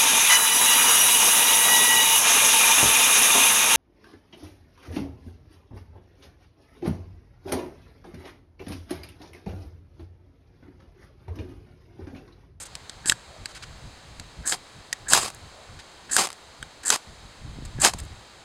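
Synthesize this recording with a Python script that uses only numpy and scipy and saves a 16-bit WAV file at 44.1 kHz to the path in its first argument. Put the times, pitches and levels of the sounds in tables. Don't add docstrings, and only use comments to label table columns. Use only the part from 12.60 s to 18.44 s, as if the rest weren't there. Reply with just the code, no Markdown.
import sys
import numpy as np
from scipy import signal
from scipy.fft import rfft, irfft, next_fast_len
from scipy.io import wavfile
from scipy.ndimage import map_coordinates

SR = 44100
rng = np.random.default_rng(int(sys.argv[2]) if len(sys.argv) > 2 else 0)


def to_wav(sig):
    pcm = np.clip(np.atleast_2d(sig), -1, 1) * 32767
    pcm = np.round(pcm).astype(np.int16)
    wavfile.write(sys.argv[1], SR, pcm.T)


N = 257544


def amp(db):
    return 10 ** (np.asarray(db) / 20)


def unit(x):
    return x / np.sqrt(np.mean(x ** 2) + 1e-20)


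def gain(points, hz):
    f, db = np.transpose(points)
    return amp(np.interp(np.log(hz + 1), np.log(f), db))


def curve(rows):
    s, value = np.transpose(rows)
    return np.interp(np.arange(N) / SR, s, value)


def wobble(rate):
    knots = rng.standard_normal(int(N * rate / SR) + 4)
    return map_coordinates(knots, [np.arange(N) * rate / SR])


def resonance(f, hz, width):
    return 1j * f * width / (hz * hz - f * f + 1j * f * width)


def coloured(x, magnitude):
    size = 4096
    log_gain = np.log(np.maximum(magnitude(np.fft.rfftfreq(size, 1 / SR)), 1e-6))
    cepstrum = irfft(log_gain)
    cepstrum[1:size // 2] *= 2
    cepstrum[size // 2 + 1:] = 0
    impulse_response = irfft(np.exp(rfft(cepstrum)))
    return signal.fftconvolve(x, impulse_response)[:len(x)]


def grains(rate, spread_db):
    chance, size, sign = rng.random(N), rng.standard_normal(N), rng.choice([-1, 1], N)
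    return unit((chance < rate / SR) * sign * amp(spread_db * np.clip(size, -2, 2)))


def add(track, s, sound):
    start = max(round(s * SR), 0)
    part = track[start:start + len(sound)]
    part += sound[:len(part)]


def bells(rows):
    t = np.arange(N) / SR
    return np.sqrt(sum(amp(db) ** 2 * np.exp(-(2 * (t - s) / length) ** 2) for s, length, db in rows))


def sliding(s, length, knots_s, levels_db, rise, fall):
    t = np.arange(N) / SR - s
    gate = np.clip(t / rise, 0, 1) * np.exp(-np.maximum(t - length, 0) / fall)
    return gate * amp(np.interp(t, knots_s, levels_db))


def snaps(rows, spectrum, tail, t60):
    out, t = np.zeros(N), np.arange(SR // 30) / SR
    for s, db in rows:
        splutter = tail * rng.standard_normal(len(t)) * amp(-60 * t / t60)
        snap = coloured((t == 0) + splutter, spectrum)
        add(out, s, amp(db) * snap / abs(snap).max())
    return out


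# height of the gust in seconds, length in seconds, level in dB.
GUSTS = [(0.5, 0.16, -46), (0.817, 0.045, -44.5), (1.124, 0.1, -45.5), (1.263, 0.048, -37.5),
         (1.562, 0.2, -42), (1.803, 0.055, -40), (2.188, 0.04, -48.5), (2.563, 0.22, -45.5),
         (2.84, 0.09, -45.5), (3.138, 0.074, -43.5), (4.041, 0.056, -42.5), (4.495, 0.057, -43.5),
         (4.653, 0.08, -44.5), (4.97, 0.21, -35), (5.188, 0.11, -37.5), (5.415, 0.24, -40.5)]
# time in seconds, level in dB.
LIGHT_AIR = [(0, -52.5), (1.9, -57.5), (3.4, -60.5), (4.2, -63.5), (5.84, -59)]
DRIFT_SWING_DB, DRIFT_RATE = 3.5, 10


def wind_strength():
    light_air = amp(curve(LIGHT_AIR) + DRIFT_SWING_DB * wobble(DRIFT_RATE))
    return np.hypot(bells(GUSTS), light_air)


# frequency in Hz, relative density in dB per Hz.
FOREST_SPECTRUM = [(60, -7.5), (400, 0), (800, 1.5), (1800, -3), (2600, -5.5), (3400, -3.5), (4200, -1),
                   (5000, -7), (7500, -9.5), (10500, -21), (12000, -29.5), (16000, -34)]
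# frequency in Hz, relative density in dB per Hz.
RUMBLE_SPECTRUM = [(20, -7), (45, 3), (80, 2.5), (130, -0.5), (200, -9.5), (320, -18), (700, -42),
                   (2000, -93.5)]
# start in seconds, peak in dB.
EDDIES = [(4.987, -26), (5.024, -27.5), (5.188, -21.5), (5.347, -25.5)]


def breeze():
    trees = unit(coloured(rng.standard_normal(N), lambda f: gain(FOREST_SPECTRUM, f)))
    rumble = coloured(rng.standard_normal(N), lambda f: gain(RUMBLE_SPECTRUM, f))
    air = unit(rumble * amp(2.9 * wobble(25)))
    out = amp(-49.0 + 0.37 * wobble(4.09)) * trees + wind_strength() * air
    u = np.arange(SR // 20) / SR / 0.0014
    for s, db in EDDIES:
        eddy = u * (2 - u) * np.exp(-u)
        add(out, s, amp(db) * eddy / eddy.max())
    return out


# start in seconds, length in seconds, level in dB,
# brightness in dB (3 dB is taken off it when played).
RUBS = [(0, 0.037, -39, 15.5), (0.053, 0.016, -42, 9), (0.886, 0.034, -48.5, 1), (0.948, 0.03, -41.5, 0),
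        (1.023, 0.017, -38.5, -4), (3.189, 0.016, -42.5, -3.5), (3.494, 0.013, -43.5, 1),
        (4.232, 0.0082, -40, 6), (5.05, 0.008, -42, 8), (5.383, 0.019, -42, 0)]
# frequency in Hz, relative density in dB per Hz.
CRACK_SPECTRUM = [(100, -29), (600, -8.5), (1300, -2), (3000, 4), (5000, 5.5), (8000, 3.5), (10500, -4.5),
                  (12500, -7), (16000, -8)]
# frequency in Hz, gain in dB.
ROLL_OFF = [(9500, 3), (11500, -4.5), (13500, -7), (16000, -29)]


def rubs():
    out = np.zeros(N)
    friction = grains(rate=12000, spread_db=3)
    for s, length, db, bright_db in RUBS:
        def tone(f):
            brightness = gain([(4500, 0), (7000, bright_db - 3.0)], f)
            ring = abs(1 + 1.9 * resonance(f, 1490, 350))
            return gain(CRACK_SPECTRUM, f) * gain(ROLL_OFF, f) * brightness * ring

        contact = sliding(s, length, [0], [db], rise=0.0013, fall=0.0039)
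        out += contact * unit(coloured(friction, tone))
    return out


# mode in Hz, relative level in dB, t60 in seconds
STEEL_MODES = [(3820, 2, 0.0091), (4630, 12, 0.0045), (6010, 1.5, 0.022), (7690, 16.5, 0.0068),
               (8950, 4.5, 0.0062)]
OVERTONE, OVERTONE_DB = 1.99, -13.5


def clack(ring_hz, ring_db, treble_db):
    t = np.arange(SR // 20) / SR
    chatter = rng.choice([-1., 1.], len(t)) * (amp(-60 * t / 0.016) + 0.92 * amp(-60 * t / 0.0026))
    crack = unit(coloured(chatter, lambda f: gain(CRACK_SPECTRUM, f)))
    modes = np.zeros(len(t))
    for hz, db, t60 in STEEL_MODES:
        decay = amp(db + rng.normal(0, 2.4) - 60 * t / t60)
        modes += decay * np.sin(2 * np.pi * hz * rng.normal(1, 0.02) * t)
    tilt = lambda f: gain([(4500, 0), (7000, treble_db)], f) * gain(ROLL_OFF, f)
    bright = unit(coloured(crack + amp(-7.5) * unit(modes), tilt))
    swing = np.sin(2 * np.pi * ring_hz * t) + amp(OVERTONE_DB) * np.sin(2 * np.pi * OVERTONE * ring_hz * t)
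    bend = unit(swing * amp(-60 * t / 0.011) * (1 - np.exp(-t / 0.00089)))
    share = min(float(amp(ring_db - 0.5)), .9)
    sound = np.sqrt(1 - share ** 2) * bright + share * bend
    return sound / np.sqrt(np.sum(sound ** 2) / (SR / 200))


# start in seconds, level in dB, ring in Hz,
# ring share in dB (0.5 dB is taken off, and the share is capped at 0.9), treble tilt in dB,
# thud of the hand in dB relative to the level.
CLACKS = [(0.153, -30.5, 1700, -35, -3, -28), (0.2964, -32, 1700, -15, -1.5, -22),
          (0.4585, -27, 1720, -9, -2, -8), (0.497, -10, 1970, -11, -0.2, -28),
          (0.521, -17, 1640, -0.1, 1.5, -20.5), (0.8575, -27, 1634, -6.5, -4.5, -27),
          (1.5977, -34, 1600, -11, -3.5, -20), (1.9232, -20, 1640, -4, -1.5, -19),
          (2.3284, -19.5, 1874, -5.5, 1, -42), (2.534, -6.5, 1650, -7, 8.5, -19),
          (3.5655, -11, 1640, -6, 7, -26), (4.0274, -30.5, 1570, -1.5, -3.5, -18),
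          (4.3028, -9, 1560, -9.5, 4, -26), (5.2483, -9, 1585, -5.5, 6, -28)]
THUD_HZ, THUD_T60_S = 300, 0.017


def clacks():
    out, t = np.zeros(N), np.arange(SR // 20) / SR
    thud = np.sin(2 * np.pi * THUD_HZ * t) * amp(-60 * t / THUD_T60_S)
    thud /= np.sqrt(np.sum(thud ** 2) / (SR / 200))
    for s, db, ring_hz, ring_db, treble_db, thud_db in CLACKS:
        add(out, s, amp(db) * (clack(ring_hz, ring_db, treble_db) + amp(thud_db) * thud))
    return out


# first touch in seconds, draw until it slips in seconds,
# run-out after the slip in seconds, level in dB, first touch in dB relative to that level.
STROKES = [(0.461, 0.033, 0.03, -23, -11), (1.854, 0.06, 0.016, -23, -13.5), (2.482, 0.05, 0.11, -24, -11),
           (3.511, 0.045, 0.06, -22, -5.5), (4.25, 0.044, 0.014, -23, -7),
           (5.199, 0.058, 0.026, -20.5, -14.5)]
# centre in Hz, width in Hz, level in dB.
GRIP = [(270, 190, -3.5), (970, 700, -10.5), (1665, 290, 7.5)]
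GROAN_DB, GROAN_SWELL_DB = -39, 9
GROAN_LEAD_S = 0.027


def groan():
    levels = [GROAN_DB - GROAN_SWELL_DB, GROAN_DB]
    knots = [0, GROAN_LEAD_S + 0.006]
    pressure = sum(sliding(s - GROAN_LEAD_S, draw + GROAN_LEAD_S, knots, levels, rise=0.014, fall=0.0057)
                   for s, draw, *_ in STROKES)
    body = lambda f: sum(amp(db) * abs(resonance(f, hz, width)) ** 2 for hz, width, db in GRIP)
    judder = rng.standard_normal(N) * amp(2.4 * wobble(180))
    return pressure * unit(coloured(judder, body))


BITE_S = 0.022
BITE_DB, SLIP_DB, LIFT_DB = -1.5, -4.5, -11.5


def stroke_force(s, draw, run_out, touch_db):
    knots = [0, BITE_S, draw, draw + 0.002, draw + 0.002 + run_out]
    levels = [touch_db, BITE_DB, 0, SLIP_DB, LIFT_DB]
    return sliding(s, draw + run_out, knots, levels, rise=0.002, fall=0.0028)


# centre in Hz, width in Hz, level in dB.
RASP_MODES = [(4680, 910, -8), (6700, 700, -5), (7640, 1000, 5.5), (8600, 650, -12)]
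# frequency in Hz, relative density in dB per Hz.
GRIT_SPECTRUM = [(100, -24), (400, -20.5), (1200, -12.5), (2800, -34), (5000, -20), (9000, -27),
                 (16000, -21)]


def rasp():
    force = sum(amp(db) * stroke_force(s, draw, run_out, touch_db) for s, draw, run_out, db, touch_db in STROKES)
    steel = lambda f: sum(abs(amp(db) * resonance(f, hz, width)) ** 2 for hz, width, db in RASP_MODES)
    body = lambda f: np.sqrt(gain(GRIT_SPECTRUM, f) ** 2 + steel(f)) * gain(ROLL_OFF, f)
    chips = grains(rate=20000, spread_db=3)
    catching = amp(2.8 * wobble(260))
    return force * unit(coloured(chips * catching, body))


CATCH_DB, BURN_DB = 29, 9
DIE_DB_PER_S = 858


def flare(s, catch, burn):
    t = np.arange(N) / SR - s
    catching = CATCH_DB * np.clip(-t / catch, 0, 10) ** 2
    burning = BURN_DB * np.clip(t / burn, 0, 1)
    dying = DIE_DB_PER_S * np.maximum(t - burn, 0)
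    return amp(-catching - burning - dying)


# brightest moment in seconds, level in dB,
# time to catch in seconds, time to burn in seconds.
FLARES = [(0.518, -30.5, 0.014, 0.0061), (1.933, -25, 0.028, 0.017), (2.545, -14.5, 0.045, 0.045),
          (2.625, -28, 0.037, 0.036), (2.687, -32.5, 0.046, 0.004), (3.589, -17, 0.033, 0.062),
          (4.335, -19.5, 0.049, 0.021), (5.259, -14, 0.053, 0.031)]
# frequency in Hz, relative density in dB per Hz.
FLARE_SPECTRUM = [(60, -25), (200, -6), (550, -4), (800, 2), (1000, 0.5), (1200, 3), (1500, -4.5),
                  (3800, -3), (5100, -0.5), (6300, -2.5), (8500, -4), (11000, -12), (15000, -29.5)]
# start in seconds, peak in dB.
POPS = [(2.576, -2), (2.6331, -11), (2.6608, -15), (2.7028, -18.5), (3.6542, -10), (3.672, -12),
        (3.689, -20.5), (3.7033, -18), (3.7181, -26), (3.7292, -20.5), (4.3597, -7.5), (5.2595, -2),
        (5.3362, -15), (5.3381, -13.5)]


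def sparks():
    fire = sum(amp(db) * flare(s, catch, burn) for s, db, catch, burn in FLARES)
    bursts = grains(rate=11000, spread_db=4) * amp(1.9 * wobble(200))
    blaze = fire * unit(coloured(bursts, lambda f: gain(FLARE_SPECTRUM, f)))
    pop_colour = lambda f: gain(FLARE_SPECTRUM, f) * gain([(1000, 1), (8000, -0.63)], f)
    return blaze + snaps(POPS, pop_colour, tail=0.13, t60=0.015)


# height of the swell in seconds, length in seconds, level in dB.
SWELLS = [(0.75, 0.12, -52.5), (3.0, 0.1, -52.5)]
SWELL_HZ, SWELL_WIDTH_HZ = 610, 310


def swells():
    hollow = lambda f: abs(resonance(f, SWELL_HZ, SWELL_WIDTH_HZ)) ** 2
    return bells(SWELLS) * unit(coloured(rng.standard_normal(N), hollow))


# start in seconds, peak in dB.
TICKS = [(1.875, -15.5), (2.7475, -30.5), (5.3877, -27), (5.3926, -33), (5.4014, -25.5), (5.4355, -38),
         (5.4514, -36)]


def ticks():
    treble = lambda f: gain([(2000, -12), (5500, -12), (7500, 5), (10000, -4), (15000, -21)], f)
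    return snaps(TICKS, treble, tail=0.23, t60=.013)


# delay in seconds, level in dB
WALLS = [(.0027, -23.5), (.0042, -46), (.0053, -18.5), (.0068, -31.5)]


def trunks(x, t60, wet_db):
    t = np.arange(SR // 2) / SR
    tail = rng.standard_normal(len(t)) * amp(-60 * t / t60) * (t > .003)
    echoes = amp(wet_db) * tail / np.linalg.norm(tail)
    for delay, db in WALLS:
        add(echoes, delay, amp([db]))
    return signal.fftconvolve(x, echoes)[:N]


def scene():
    steel = rasp() + groan() + rubs() + clacks() + ticks() + sparks()
    return (steel + trunks(steel, t60=0.81, wet_db=-31.5) + breeze() + swells())[None]


# centre in Hz, width in Hz, depth from 0 to 1.
PORT = [(2920, 78, 0.75), (3480, 160, 0.56), (4210, 130, 0.36), (5670, 620, 0.8), (6940, 90, 0.8)]


def housing(f):
    return np.prod([1 - depth * resonance(f, hz, width) for hz, width, depth in PORT], axis=0)


TOP_HZ, FULL_SCALE = 15900, 0.92


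def record(dry):
    size = next_fast_len(N + SR // 4)
    f = np.fft.rfftfreq(size, 1 / SR)
    heard = irfft(rfft(dry, size) * housing(f), size)
    clipped = np.clip(heard, -FULL_SCALE, FULL_SCALE)
    return irfft(rfft(clipped) * (f < TOP_HZ), size)[..., :N]


dry = scene()
out = record(dry)
to_wav(out)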